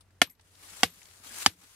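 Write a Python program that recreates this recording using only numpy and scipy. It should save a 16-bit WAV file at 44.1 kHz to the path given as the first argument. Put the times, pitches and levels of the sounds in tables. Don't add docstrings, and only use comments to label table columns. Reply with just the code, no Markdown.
import sys
import numpy as np
from scipy import signal
from scipy.fft import rfft, irfft
from scipy.io import wavfile
from scipy.ndimage import uniform_filter1d

SR = 44100
rng = np.random.default_rng(int(sys.argv[2]) if len(sys.argv) > 2 else 0)


def level_to_linear(level):
    exponent = np.asarray(level, float) / 20
    return 10 ** exponent


def to_wav(sig):
    pcm = np.clip(np.atleast_2d(sig), -1, 1) * 32767
    pcm = np.round(pcm).astype(np.int16)
    wavfile.write(sys.argv[1], SR, pcm.T)


N = 77175

# (time [s], left lag [s], crack level [dB], thump level [dB], tail level [dB])
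BLOWS = [
    (0.2161, -.00002, -17, -27, -20.5),
    (.8320, .00005, -22.5, -28.5, -20),
    (1.4611, .00007, -16, -30.5, -23.5),
]
# (frequency [Hz], left-right [dB])
BLOW_LEAN = [(300, 6), (1400, -7.5), (3000, 1.5), (5000, 13), (8000, 10.5), (15000, 6.5)]
PORT_LAG_S = 0.0001
SIDE = np.array([[.5], [-.5]])


def evened(x):
    return x / np.sqrt(np.mean(x ** 2) + 1e-20)


def read(points, hz):
    f, value = np.transpose(points)
    return np.interp(np.log(hz + 1), np.log(f + 1), value)


def add(mix, s, sound):
    part = mix[:, round(s * SR):][:, :sound.shape[1]]
    part += sound[:, :part.shape[1]]


def ports(left, right, colour, lean, same, lag_s):
    hz = np.fft.rfftfreq(len(left), 1 / SR)
    a, b = rfft(left), rfft(right)
    likeness = np.clip(read(same, hz), 0, 1)
    tilt_db = read(lean, hz) / 2
    b = likeness * a + np.sqrt(1 - likeness ** 2) * b
    b = b * np.exp(-2j * np.pi * hz * lag_s)
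    pair = np.array([a * level_to_linear(tilt_db), b * level_to_linear(-tilt_db)])
    return irfft(pair * level_to_linear(read(colour, hz)), len(left))


def patchy(x, patch_db, flicker_db):
    z = signal.stft(x, nperseg=256)[2]
    swells = uniform_filter1d(rng.standard_normal(z.shape[1:]), size=5, axis=0)
    patches = evened(uniform_filter1d(swells, size=14, axis=1))
    flicker = evened(uniform_filter1d(rng.standard_normal(z.shape[2]), size=3))
    return signal.istft(z * level_to_linear(patch_db * patches + flicker_db * flicker), nperseg=256)[1][:, :N]


def field():
    # (frequency [Hz], level [dB])
    air_colour = [(25, -19), (55, -7), (110, -11), (170, -17), (574, -23.5), (1700, -27.5), (6000, -38),
                  (16000, -50.5)]
    # (frequency [Hz], likeness [0-1])
    air_same = [(30, 0.79), (300, 0.79), (2000, 0.55), (10000, .2)]
    hum_hz, hum_width_hz, hum_waver = 92, 9, 0.18
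    a, b, c = rng.standard_normal((3, N))
    t = np.arange(N) / SR
    hz = np.fft.rfftfreq(N, 1 / SR)
    air = evened(ports(a, b, air_colour, [(1, 0.0018)], air_same, 0))
    waver = evened(irfft(rfft(c) / (1 + ((hz - hum_hz) / hum_width_hz) ** 2), N))
    hum = np.sin(2 * np.pi * hum_hz * t) + hum_waver * waver
    air_duck = sum((t > row[0]) * np.exp(-((t - row[0]) / .17) ** 4) for row in BLOWS)
    hum_duck = sum((t > row[0]) * np.exp(-abs(t - row[0]) / 0.43) for row in BLOWS)
    fade_db = -6.5 * np.clip((t - 1.48) / .06, 0, 1)
    air_db = -68 - 4 * air_duck + fade_db / 2
    hum_db = -64 - 6 * hum_duck + fade_db
    return level_to_linear(air_db) * air + hum * level_to_linear(hum_db)


def rustle():
    # (time [s], level [dB])
    swing = [(.03, -79), (.2, -75), (.37, -82), (0.451, -68.5), (.58, -59.5), (0.638, -51.5), (0.811, -46),
             (.92, -57.5), (1.226, -56.5), (1.245, -49), (1.3, -47.5), (1.34, -44), (1.39, -39),
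             (1.431, -38.5), (1.459, -43.5), (1.561, -66), (1.62, -57.5), (1.75, -58)]
    # (frequency [Hz], level [dB])
    rustle_colour = [(120, -20.5), (300, -3), (600, -4), (1300, 0.5), (9260, -1.5), (12700, -8),
                     (15750, -18.5), (16000, -45.5)]
    # (frequency [Hz], likeness [0-1])
    rustle_same = [(130, .9), (400, 0.91), (1000, 0.07), (2000, 0.029), (10000, 0.017)]
    # (frequency [Hz], left-right [dB])
    rustle_lean = [(200, 4), (1000, -5.5), (4000, 1.5), (15000, 12.5)]
    grains_per_s, grain_db, grain_spread_db = 2000, -5, 3.2
    cloth_hz, cloth_knee_db, cloth_follow = 750, -50, 0.49
    a, b = rng.standard_normal((2, N))
    size = rng.exponential(1, (2, N))
    falls = rng.random((2, N)) < grains_per_s / SR
    grains = level_to_linear(grain_spread_db * np.minimum(size, 3)) * falls * np.sign(a)
    a, b = np.array([a, b]) + level_to_linear(grain_db) * evened(grains)
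    hiss = ports(a, b, rustle_colour, rustle_lean, rustle_same, PORT_LAG_S)
    hiss = evened(patchy(hiss, patch_db=1.3, flicker_db=1.1))
    cloth = irfft(rfft(hiss) / (1 + (np.fft.rfftfreq(N, 1 / SR) / cloth_hz) ** 6), N)
    swing_db = np.interp(np.arange(N) / SR, *np.transpose(swing))
    cloth_db = swing_db - (1 - cloth_follow) * np.maximum(swing_db - cloth_knee_db, 0)
    return (hiss - cloth) * level_to_linear(swing_db) + cloth * level_to_linear(cloth_db)


def bump(s, db, hz, t60):
    t = np.arange(8000) / SR
    knock = level_to_linear(db - 60 * t / t60) * (1 - np.exp(-t / 0.0009)) * np.sin(2 * np.pi * hz * t)
    return s, np.tile(knock, (2, 1))


def tick(s, db, hz, t60, width):
    t = np.arange(4096) / SR
    a, b = rng.standard_normal((2, len(t)))
    top_hz = min(hz * (1 + width), 11000)
    end_hz = min((1 + 3 * width) * top_hz, 16000)
    colour = [(hz / (1 + 3 * width), -25), (hz / (1 + width / 3), 0), (top_hz, -5), (end_hz, -38)]
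    snap = ports(a, b, colour, [(1, 4)], [(1, 0.13)], 0)
    return s, evened(snap) * level_to_linear(db - 60 * t / t60) * np.minimum(t / 0.00026, 1)


def steel_head(s, db, t60):
    # (frequency [Hz], level [dB])
    steel_modes = [
        (11720, -7.5),
        (11910, -3.5),
    ]
    t = np.arange(8000) / SR
    drift = uniform_filter1d(rng.standard_normal((2, len(t))), size=250, axis=1)
    flutter = 1 + 0.87 * evened(drift)
    pair = sum(f * level_to_linear(level_db) * np.sin(2 * np.pi * (hz * t + rng.random()))
               for (hz, level_db), f in zip(steel_modes, flutter))
    return s, pair * level_to_linear(db - 60 * t / t60) * (1 - np.exp(-t / 0.0036)) * level_to_linear(6 * SIDE)


def soil_thump(t, thump_db, pitch, deep_db, rebound_db):
    # (frequency [Hz], level [dB], decay t60 [s], rise [s], delay [s])
    soil_modes = [
        (250, 6.5, 0.021, 0.003111, .0045),
        (92.2, -10.5, 0.045, .006, 0.02),
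    ]
    knock, deep = np.array(soil_modes)
    knock = knock * [pitch, 1, 1, 1, 1]
    deep = deep + [0, deep_db, 0, 0, 0]
    rebound = knock + [0, rebound_db, 0, 0, .011]
    soil = 0
    for hz, db, t60, rise, delay in (knock, deep, rebound):
        late = np.maximum(t - delay + 4 * rise, 0)
        swell = np.exp(-np.minimum(t - delay, 0) ** 2 / rise ** 2)
        shape = swell * level_to_linear(-60 * np.maximum(t - delay, 0) / t60)
        soil = soil + level_to_linear(thump_db + db) * shape * np.sin(2 * np.pi * hz * late) * np.minimum(t / 0.001, 1)
    soil = signal.lfilter(*signal.butter(2, 55, "high", fs=SR), soil)
    return soil * level_to_linear(-1.2 * SIDE)


def stalk_tail(t, tail_db):
    # (frequency [Hz], level [dB])
    stalk_colour = [(150, -19.5), (400, -4.5), (910, -14.5), (2690, -4), (3120, -3), (6560, -15),
                    (11900, -12), (15300, -42)]
    # (frequency [Hz], decay t60 [s])
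    stalk_t60 = [(100, 0.084), (700, 0.072), (3000, 0.081), (12000, 0.064)]
    a, b = rng.standard_normal((2, len(t)))
    noise = evened(ports(a, b, stalk_colour, BLOW_LEAN, [(300, 0.69), (3000, .4)], 0))
    hz, frames, z = signal.stft(noise, SR, nperseg=128)
    fade = level_to_linear(tail_db - 60 * frames / read(stalk_t60, hz)[:, None])
    linger = level_to_linear(tail_db - 30 - 60 * frames / .2)
    tail = signal.istft(z * (fade + linger), SR, nperseg=128)[1]
    return tail[:, :len(t)] * np.minimum(t / 0.00097, 1)


def crack(t, crack_db):
    # (frequency [Hz], level [dB])
    crack_colour = [(2500, -19.5), (5000, 4), (7000, -5), (10000, -4), (12500, -9.5), (16500, -23)]
    late_s, rise_s, hold_s, t60 = 0.00043, 0.00035, 0.00057, 0.032
    a, b = rng.standard_normal((2, len(t)))
    burst = evened(ports(a, b, crack_colour, BLOW_LEAN, [(1000, 0.51), (10000, 0.47)], PORT_LAG_S))
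    burst = burst * np.clip((t - late_s) / rise_s, 0, 1)
    burst = burst * level_to_linear(crack_db - 60 * np.maximum(t - hold_s, 0) / t60)
    return burst * (1 + level_to_linear(3.5 - 60 * t / 0.0085))


def pipe_ring(t, modes, lag_s, pulse_s, scatter):
    turns = scatter * (rng.random(14) - .5) + 1 / 4
    ring = 0
    for (hz, db, t60, lean_db), turn in zip(modes, turns):
        wave = np.sin(2 * np.pi * (hz * (t - pulse_s - SIDE * lag_s) + turn))
        ring = ring + level_to_linear(db + SIDE * lean_db - 60 * t / t60) * wave
    return ring * (1 - np.exp(-t / 0.00081)) ** 2


def blow(row, modes, seating):
    s, lag_s, crack_db, thump_db, tail_db = row
    pulse_s, scatter, pitch, deep_db, rebound_db = seating
    t = np.arange(8192) / SR
    sound = pipe_ring(t, modes, lag_s, pulse_s, scatter) + crack(t, crack_db)
    return s, sound + stalk_tail(t, tail_db) + soil_thump(t, thump_db, pitch, deep_db, rebound_db)


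def scene():
    # (time [s], level [dB], frequency [Hz], decay t60 [s])
    bumps = [(0.269, -57.5, 168.3, 0.16), (0.284, -64, 250, 0.15), (.72, -59.5, 188, 0.14),
             (0.857, -44.5, 171, 0.16), (.92, -60, 250, .09), (0.971, -56, 180, 0.055),
             (1.2, -59.5, 242, 0.079), (1.26, -55, 272, 0.098), (1.308, -56, 233.6, 0.24),
             (1.37, -55.5, 240, 0.078), (1.501, -53, 320, 0.078), (1.516, -56.5, 178.3, .16),
             (1.55, -63, 288, 0.1), (1.584, -62, 184.2, 0.19), (1.589, -59.5, 82.6, 0.072),
             (1.635, -63, 265, 0.092)]
    # (time [s], level [dB], pitch [Hz], decay t60 [s], breadth [ratio])
    ticks = [(.0085, -57.5, 4100, 0.059, 0.37), (.008, -61, 1090, 0.057, 0.16),
             (.107, -66.5, 5000, .03, 0.76), (.105, -65, 1570, .04, 0.33), (.007, -58, 9900, 0.072, 0.27),
             (.296, -63, 2110, 0.12, .12), (0.2963, -57, 6500, 0.047, 0.95), (0.309, -58, 8700, 0.084, .3),
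             (.352, -69, 4300, 0.027, .3), (0.396, -57, 834, 0.028, 0.16),
             (0.3959, -54.5, 1900, 0.029, 1.4), (.41, -60.5, 5500, 0.059, 1.2),
             (0.554, -52.5, 4200, 0.016, .5), (.642, -53, 1030, 0.038, 0.39),
             (0.958, -54.5, 7640, 0.013, .7), (1.018, -52.5, 2446, 0.039, 0.51),
             (1.031, -44.5, 5500, 0.0089, 0.78), (1.039, -58, 8800, 0.0067, .7),
             (1.0562, -46.5, 4200, 0.011, 0.95), (1.088, -52.5, 3080, 0.023, 0.78),
             (1.112, -45.5, 3600, 0.0073, .7), (1.2377, -52, 7240, 0.018, 1.1), (.27, -65, 1010, .2, 0.23),
             (1.27, -56, 3300, 0.32, 0.093), (1.3, -54, 1600, .3, 0.065), (1.371, -56.5, 1160, .2, 0.094),
             (1.3844, -32.5, 9100, 0.017, 0.43)]
    # (time [s], level [dB], decay t60 [s])
    rattles = [
        (0.225, -49.5, .15),
        (0.261, -50, 0.16),
        (0.297, -49, 0.11),
        (0.843, -50.5, 0.31),
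        (0.901, -56, 0.16),
        (1.468, -58, 0.17),
        (1.5, -49, 0.095),
    ]
    # (frequency [Hz], level [dB], decay t60 [s], left-right [dB])
    pipe_first = [(455, -21, 0.022, 3), (707, -8.5, 0.023, -4.5), (1080, -18.5, 0.024, -11.5),
                  (1401, -8, 0.018, -7), (1784, -10.5, .028, -5.5), (2145, -5.5, 0.02, 3),
                  (2475, -9, 0.013, -12), (2928, -7.5, 0.018, -10.5), (3340, -6, 0.014, 11.5),
                  (3993, -18.5, 0.025, 4), (4634, -4, 0.0097, 5), (5660, -13, 0.015, 3.5),
                  (6180, -28, 0.033, 3.5)]
    pipe_second = [(490, -26, 0.0512, 2.5), (752, -9.5, 0.027, -3.5), (1149, -14.5, 0.023, -8),
                   (1493, -10.5, 0.017, -8), (1937, -12, 0.024, -1), (2200, -11.5, 0.024, -2),
                   (2778, -3.5, 0.011, -7.5), (3290, -11.5, 0.017, 18), (3680, -17, 0.015, -4),
                   (4450, -11, 0.015, 3), (5000, -21.5, 0.029, 10.5), (5935, -7.5, 0.0079, -15),
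                   (7410, -12, .018, 6)]
    pipe_third = [(2500, -12.5, 0.011, -5.5), (809, -5.5, 0.018, -3.5), (1235, 0.5, 0.0088, -9.5),
                  (1757, -10, 0.022, -8), (2180, -0.5, 0.008, 2), (3036, -1.5, 0.014, -6),
                  (3430, -3.5, 0.0096, -7), (3787, -5.5, 0.007, -3.5), (4450, -11.5, 0.018, -0.5),
                  (4750, -5, 0.02, 2), (5870, -15, 0.014, -9), (6340, -14, 0.02, 6),
                  (7360, -36.5, 0.018, 9.5)]
    # (first pulse up the pipe [s], mode scatter [0-1], knock pitch [ratio], deep thump [dB], rebound [dB])
    seatings = [
        (.0006, 0.61, 1.01, -6.5, -14),
        (.0015, .95, 0.974, 2.5, -21.5),
        (.0017, .75, .96, 6.5, -8.5),
    ]
    mix = field() + rustle()
    for row in bumps:
        add(mix, *bump(*row))
    for row in ticks:
        add(mix, *tick(*row))
    for row in rattles:
        add(mix, *steel_head(*row))
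    for row, modes, seating in zip(BLOWS, (pipe_first, pipe_second, pipe_third), seatings):
        add(mix, *blow(row, modes, seating))
    return mix


def roll_off(x):
    return signal.sosfilt(signal.butter(12, 16830, fs=SR, output="sos"), x)


def record(dry):
    edge = signal.firwin(255, 16450, window=("kaiser", 9), fs=SR)
    mix = signal.oaconvolve(np.clip(dry, -.95, .95), edge[None], "same")
    return roll_off(mix)


dry = scene()
out = record(dry)
to_wav(out)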